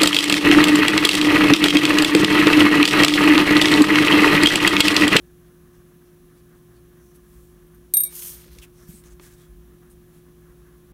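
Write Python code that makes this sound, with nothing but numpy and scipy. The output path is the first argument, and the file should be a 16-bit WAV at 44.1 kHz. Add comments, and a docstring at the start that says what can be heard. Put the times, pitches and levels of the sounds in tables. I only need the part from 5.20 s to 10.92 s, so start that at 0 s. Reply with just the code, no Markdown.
"""A paintbrush, set down, bounces against something hard and glassy: each blow rings the glass modes and gives
a short click with a low knock. Before that its bristles dab at a card. Afterwards the card hisses over the
wooden desk, scrapes off its edge and is turned in the fingers close to the microphone, with rubs, taps and soft
flexing thumps. Arm movements shake the desk. Behind it all is a quiet room with the swish of a slow fan and a
low motor hum."""
import sys
import numpy as np
from scipy import signal
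from scipy.fft import rfft, irfft
from scipy.io import wavfile

SR = 44100
rng = np.random.default_rng(int(sys.argv[2]) if len(sys.argv) > 2 else 0)


def generate_wav(signal):
    """Clip the signal to [-1, 1] and save it as 16-bit WAV at the path in sys.argv[1]."""
    frames = np.transpose(np.atleast_2d(signal))
    scaled = np.clip(frames, -1, 1) * 32767
    pcm = np.round(scaled).astype(np.int16)
    wavfile.write(sys.argv[1], SR, pcm)


N = 252252
T = np.arange(N) / SR
HZ = np.fft.rfftfreq(N, 1 / SR) + 1


# pitch_hz, rim_level_db, wall_level_db, t60_s
GLASS_MODES = [(645, -39.5, -51.5, 0.073), (2290, -49, -45, 0.35), (3640, -42, -53, 0.312),
               (3795, -33.5, -34, .22), (8600, -39.5, -28, .09), (8790, -12, -22, 0.23),
               (9400, -33, -38.5, 0.114), (9660, -22.5, -39, .11), (9880, -43.5, -36.5, .25),
               (10800, -54, -51, .2), (10920, -41.5, -44.5, .07), (11450, -14, -43, .08),
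               (11810, -23.5, -40, 0.11), (12210, -16.5, -22.5, .11), (12330, -17.5, -24.5, .13),
               (12935, -9, -19, .115), (14940, -48.5, -48.5, .14), (15660, -43, -45, 0.11)]
# freq_hz, density_db
CLICK_SPECTRUM = [(200, -25.5), (480, -22), (645, -12.5), (790, -31), (1300, -22.5), (2900, -28.5),
                  (4300, 0), (5000, -20.5), (5800, 1.5), (6300, -14), (8700, 11.5), (10450, -14),
                  (11600, 5), (13000, -7), (14200, -3.5)]
# start_s, level_db, place (0 rim, 1 wall), hardness_db_per_octave
BRUSH_BLOWS = [(2.468, -49, 0.67, 9), (2.545, -43, 0.62, 8.5), (2.738, -1, 0.029, -1),
               (2.7688, 0.5, 0.1, 2.5), (2.8038, -0.5, 0.49, 5.5), (2.8351, 3.5, 1, 5.5)]

def brush_clink(attack_s=.0006, pivot_hz=8800, wall_damping=.9, click_t60_s=.019):
    """Each bounce adds energy to the ringing glass modes and gives a short click with a knock near 645 Hz."""
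    out, t = np.zeros(N), T[:SR // 2]
    hz, rim_db, wall_db, t60_s = np.transpose(GLASS_MODES)[:, :, None]
    click_spectrum = spectrum_db(CLICK_SPECTRUM)
    click_rim_db, click_wall_db = -14, -25
    ringing = np.zeros_like(hz)
    blows = BRUSH_BLOWS + settling_hops()
    gaps_s = list(np.diff([blow[0] for blow in blows])) + [.5]
    for (start_s, level_db, place, hardness), gap_s in zip(blows, gaps_s):
        age_s = t[:round((start_s + gap_s) * SR) - round(start_s * SR) + 1]
        mode_db = rim_db + place * (wall_db - rim_db)
        tilt_db = hardness * np.maximum(np.log2(hz / pivot_hz), -2)
        struck = amp(level_db + mode_db + tilt_db) * (1 - np.exp(-age_s / attack_s))
        # a push a quarter cycle from the motion adds its energy to the ring
        push = 1j * rng.choice([-1, 1], hz.shape) * np.exp(1j * np.angle(ringing))
        damping = 1 + wall_damping * place  # the brush lies against the wall
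        motion = (ringing + push * struck) * np.exp(2j * np.pi * hz * age_s)
        motion *= decay(age_s, t60_s / damping)
        add(out, start_s, motion[:, :-1].real.sum(0))
        ringing = motion[:, -1:]
        # the click is strongest at the rim and in dull blows
        click_db = level_db + click_rim_db + place * (click_wall_db - click_rim_db) - 1.25 * hardness
        click = noise(len(t), click_spectrum) * decay(t, click_t60_s)
        add(out, start_s, amp(click_db) * click)
    return out


def settling_hops(start_s=2.8512, first_gap_s=.011, gap_ratio=.75, count=4):
    """The brush's last blows, each hop shorter and weaker than the one before."""
    first_db, step_db, place, hardness_db_per_octave = -19, -3.2, .6, -7.5
    gaps_s = first_gap_s * gap_ratio ** np.arange(count - 1)
    times_s = start_s + np.r_[0, np.cumsum(gaps_s)]
    return [(hop_s, first_db + hop * step_db, place, hardness_db_per_octave)
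            for hop, hop_s in enumerate(times_s)]


# freq_hz, density_db
HISS_SPECTRUM = [(1470, -23), (2500, -18.5), (3150, -9.5), (3790, -17), (4970, -10.5), (6660, -4),
                 (7590, -9.5), (8860, -0.5), (9420, 0.5), (10200, -4), (12200, 1), (15000, -2),
                 (15800, -15)]
# freq_hz, density_db
SCRAPE_SPECTRUM = [(300, -5), (600, -12.5), (1100, -3), (2000, -4.5), (3200, -5), (5000, -3.5), (8000, -12)]
# full_speed_s, hold_s, hiss_level_db
CARD_PULLS = [(2.956, 0.14, -36.5), (3.33, 0.013, -56.5)]

def card_slide(start_s=2.89, end_s=3.41, rise_db_per_s=324, fall_db_per_s=143, flutter_db=1.3):
    """Paper fibres catch on wood grain: a bright hiss follows the speed, over a steadier low scrape."""
    hiss_db = np.full(N, -np.inf)
    for full_speed_s, hold_s, level_db in CARD_PULLS:
        speeding_db = rise_db_per_s * np.maximum(full_speed_s - T, 0)
        slowing_db = fall_db_per_s * np.maximum(T - full_speed_s - hold_s, 0)
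        hiss_db = np.maximum(hiss_db, level_db - speeding_db - slowing_db)
    scrape_db = -54 + .17 * (hiss_db - hiss_db.max())
    hiss = amp(hiss_db) * coloured(grit(N, spread_db=2.5), spectrum_db(HISS_SPECTRUM))
    scrape = amp(scrape_db) * coloured(grit(N, spread_db=3.5), spectrum_db(SCRAPE_SPECTRUM))
    moving = (T > start_s) & (T < end_s)
    return moving * (hiss + scrape) * amp(flutter_db * drift(rate_hz=29))


def edge_scrape(peak_s=3.432, length_s=.049, centre_hz=2800, fall_octaves_per_s=12, tone_db=-50):
    """The card rasps over the desk's edge; its resonance falls as more of it hangs free."""
    pitch_hz = centre_hz * 2 ** (-fall_octaves_per_s * np.clip(T - peak_s, -length_s, length_s))
    tone = drift(rate_hz=480) * np.sqrt(2) * np.cos(2 * np.pi * np.cumsum(pitch_hz) / SR)
    rasp = rub(peak_s, length_s, level_db=-48, tilt_db_per_octave=-.4, resonance_hz=3500, lift_db=4)
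    return amp(tone_db) * stroke(peak_s, length_s) * tone + rasp


# start_s, level_db, pitch_hz, t60_s
CARD_FLEXES = [(3.358, -39.5, 171, 0.079), (3.688, -27, 173, 0.066), (3.735, -37.5, 216, 0.086)]

def card_flexes(rise_s=.0034):
    """The stiff card bends and swings for a few cycles: a soft thump."""
    out, t = np.zeros(N), T[:SR // 4]
    for start_s, level_db, pitch_hz, t60_s in CARD_FLEXES:
        envelope = (1 - np.exp(-(t / rise_s) ** 2)) * decay(t, t60_s)
        add(out, start_s, amp(level_db) * envelope * np.sin(2 * np.pi * pitch_hz * t))
    return out


# start_s, level_db, centre_hz, width_octaves, t60_s
CARD_TAPS = [(3.0235, -30.5, 2600, 4, 0.0098), (3.262, -57, 420, 0.29, 0.15),
             (3.36, -48.5, 260, 0.82, 0.089), (3.3857, -39.5, 4250, 1.1, 0.027),
             (3.838, -50.5, 1600, 2.9, .05), (3.997, -42, 1200, 1.2, 0.024), (3.999, -39, 398, 0.5, 0.027)]

def card_taps():
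    """Card edge and fingernails knock with no clear ring."""
    out, t = np.zeros(N), T[:SR // 4]
    for start_s, level_db, centre_hz, width_octaves, t60_s in CARD_TAPS:
        knock = band_noise(len(t), centre_hz, width_octaves) * decay(t, t60_s)
        add(out, start_s, amp(level_db) * knock)
    return out


# freq_hz, density_db
PAPER_SPECTRUM = [(200, -11.5), (700, -7), (1400, -3.5), (4500, -2.5), (9000, 4), (15000, 0.5)]

def rub(peak_s, length_s, level_db, tilt_db_per_octave, resonance_hz, lift_db):
    """One gritty friction stroke: the spectrum of paper, tilted, with one resonance lifted."""
    tilt_db = tilt_db_per_octave * np.log2(HZ / resonance_hz)
    resonance_db = lift_db * bell(resonance_hz, width_octaves=.14)
    friction = coloured(grit(SR, spread_db=2.5), spectrum_db(PAPER_SPECTRUM) + tilt_db + resonance_db)
    out = stroke(peak_s, length_s)
    during = np.flatnonzero(abs(T - peak_s) < length_s)
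    out[during] *= friction[:len(during)]
    return amp(level_db) * out


# peak_s, length_s, level_db, tilt_db_per_octave, resonance_hz
FINGER_RUBS = [(1.957, 0.04, -57.5, -0.5, 11400), (3.612, .2, -59, -2, 5707),
               (3.702, 0.092, -50.5, -0.5, 12800), (3.759, 0.12, -51, 0, 8600),
               (3.866, 0.06, -52.5, -4, 6400), (3.916, 0.058, -57, -3, 6800), (4.045, .11, -50.5, -2, 1700),
               (4.122, .08, -55.5, -2.5, 1580), (4.208, .14, -59.5, -2.5, 3450),
               (4.715, 0.048, -56.5, 1, 9200), (4.956, .11, -57, -4.5, 11100)]

def finger_rubs():
    """Fingers shift on what they hold; the grip sets which resonance stands out."""
    return sum(rub(*row, lift_db=7.5) for row in FINGER_RUBS)


# peak_s, level_db, resonance_hz
BRISTLE_DABS = [(0.266, -66, 3520), (.55, -63, 5800), (0.869, -66, 5500), (1.18, -63.5, 4570),
                (1.37, -67.5, 3300), (1.56, -63, 4430)]

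def bristle_dabs(length_s=.075, tilt_db_per_octave=-4):
    """The bristles touch the card in short, similar strokes."""
    return sum(rub(peak_s, length_s, level_db, tilt_db_per_octave, resonance_hz, lift_db=8)
               for peak_s, level_db, resonance_hz in BRISTLE_DABS)


def lift_and_reach():
    """The brush leaves the card with a thin swish; the arm crosses the desk with a broader one."""
    lift = rub(1.86, length_s=.27, level_db=-65, tilt_db_per_octave=5, resonance_hz=5850, lift_db=14)
    reach = rub(2.16, length_s=.38, level_db=-62, tilt_db_per_octave=1, resonance_hz=13000, lift_db=2)
    return lift + reach


# peak_s, length_s, level_db
ARM_MOVES = [(2.25, 0.88, -55), (3.345, 0.17, -42), (3.719, 0.11, -47), (3.893, 0.38, -50.5),
             (4.359, .34, -49.5), (5.35, 0.25, -55.5)]

def desk_rumble():
    """Moving arms shake the desk at very low frequency."""
    envelope = sum(amp(level_db) * stroke(peak_s, length_s) for peak_s, length_s, level_db in ARM_MOVES)
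    return envelope * band_noise(N, centre_hz=53, width_octaves=.26)


# freq_hz, density_db
FAN_SPECTRUM = [(500, -4.5), (880, -9.5), (1120, 2.5), (1400, -1), (1680, 1), (2050, -7), (2600, -20.5),
                (5000, -26)]

def fan(level_db=-68, passes_per_s=4.8, first_pass_s=.295, uneven_db=2.37):
    """A faint swish that swells each time a blade passes."""
    swell = 1 + .25 * np.cos(2 * np.pi * passes_per_s * (T - first_pass_s))
    gain = amp(level_db + uneven_db * drift(rate_hz=19))
    return gain * swell * noise(N, spectrum_db(FAN_SPECTRUM))


# pitch_hz, rms_db, unsteadiness (0 to 1), flutter_hz
HUM_TONES = [(59, -59, 0.9, 5), (117, -64.5, .7, 5), (161.8, -57, 0.3, 16), (204.6, -70.5, .8, 6),
             (247, -70, .8, 6), (355.4, -55, .08, 4), (712, -80.5, .3, 4), (1053, -79.5, .5, 4),
             (1712, -80, 0.4, 6), (10035, -75, .25, 30), (11995, -77.5, .8, 70)]

def hum():
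    """Motor tones and thin electronic whines flutter in strength and phase."""
    out = np.zeros(N)
    for pitch_hz, rms_db, unsteadiness, flutter_hz in HUM_TONES:
        steady = np.sqrt(2 * (1 - unsteadiness ** 2))
        flutter = unsteadiness * (drift(flutter_hz) + 1j * drift(flutter_hz))
        carrier = np.exp(2j * np.pi * (pitch_hz * T + rng.random()))
        out += amp(rms_db) * ((steady + flutter) * carrier).real
    return out


# freq_hz, density_db
AIR_SPECTRUM = [(20, -20), (38, 3.5), (75, -3.5), (190, -1.5), (300, -7), (480, -15.5), (880, -23.5),
                (1120, -21.5), (1700, -34), (2300, -27), (3500, -27), (4900, -33), (5900, -27.5),
                (7500, -31), (9500, -28.5), (15000, -26)]

def room_air(rms_db=-56):
    """The steady, mostly low noise of the room's air."""
    return amp(rms_db) * noise(N, spectrum_db(AIR_SPECTRUM))


def with_reflections(x, wet_db=-13, t60_s=.16, echoes_per_s=2000):
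    """Adds sparse, quickly dying echoes from the desk and nearby things."""
    t = T[:SR // 3]
    echoes = rng.standard_normal(len(t)) * decay(t, t60_s)
    echoes *= rng.random(len(t)) < echoes_per_s / SR
    return x + amp(wet_db) * signal.fftconvolve(x, echoes / np.linalg.norm(echoes))[:N]


def amp(db):
    """Decibels to gain."""
    return 10 ** (np.asarray(db) / 20)


def decay(t, t60_s):
    """Exponential fall of 60 dB in t60_s."""
    return np.exp(-np.log(1000) * t / t60_s)


def stroke(peak_s, length_s, rise_share=.41):
    """Speed of one hand movement: swells to one at peak_s and dies away."""
    rise_s = length_s * rise_share
    progress = (T - peak_s) / np.where(T < peak_s, rise_s, length_s - rise_s)
    return np.cos(np.pi / 2 * np.clip(progress, -1, 1))


def spectrum_db(table):
    """Interpolates a spectrum table over HZ on a log-frequency axis."""
    freq_hz, density_db = np.transpose(table)
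    return np.interp(np.log(HZ), np.log(freq_hz), density_db)


def bell(centre_hz, width_octaves):
    """A smooth hump of height one over HZ."""
    return np.exp(-.5 * (np.log2(HZ / centre_hz) / width_octaves) ** 2)


def coloured(x, shape_db):
    """Filters x by shape_db (over HZ) and scales it to rms one."""
    gain = np.interp(np.fft.rfftfreq(len(x), 1 / SR), HZ, amp(shape_db))
    shaped = irfft(rfft(x) * gain, len(x))
    return shaped / np.sqrt(np.mean(shaped ** 2) + 1e-20)


def noise(size, shape_db):
    """Shaped Gaussian noise of rms one."""
    return coloured(rng.standard_normal(size), shape_db)


def band_noise(size, centre_hz, width_octaves):
    """Noise of rms one in a bell-shaped band."""
    return noise(size, 20 * np.log10(bell(centre_hz, width_octaves) + 1e-6))


def drift(rate_hz):
    """Random wander of rms one, mostly below rate_hz."""
    return noise(N, -20 * np.log10(1 + (HZ / rate_hz) ** 2))


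def grit(size, spread_db, slip_samples=16):
    """Friction noise made of tiny slips of uneven strength."""
    slips = np.repeat(rng.standard_normal(size // slip_samples + 1), slip_samples)[:size]
    return rng.standard_normal(size) * amp(spread_db * slips)


def add(mix, start_s, sound):
    """Mixes a sound in at start_s."""
    part = mix[max(round(start_s * SR), 0):][:len(sound)]
    part += sound[:len(part)]


def scene():
    """All sources at one microphone."""
    brush = bristle_dabs() + lift_and_reach() + brush_clink()
    card = card_slide() + edge_scrape() + finger_rubs() + card_taps() + card_flexes()
    background = room_air() + hum() + fan() + desk_rumble()
    return (with_reflections(brush + card) + background)[None]


def record(dry):
    """The recorder's band limit."""
    lowpass = signal.firwin(511, cutoff=15850, window=("kaiser", 9), fs=SR)
    return signal.oaconvolve(dry, lowpass[None], "same", axes=1)


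dry = scene()
out = record(dry)
generate_wav(out)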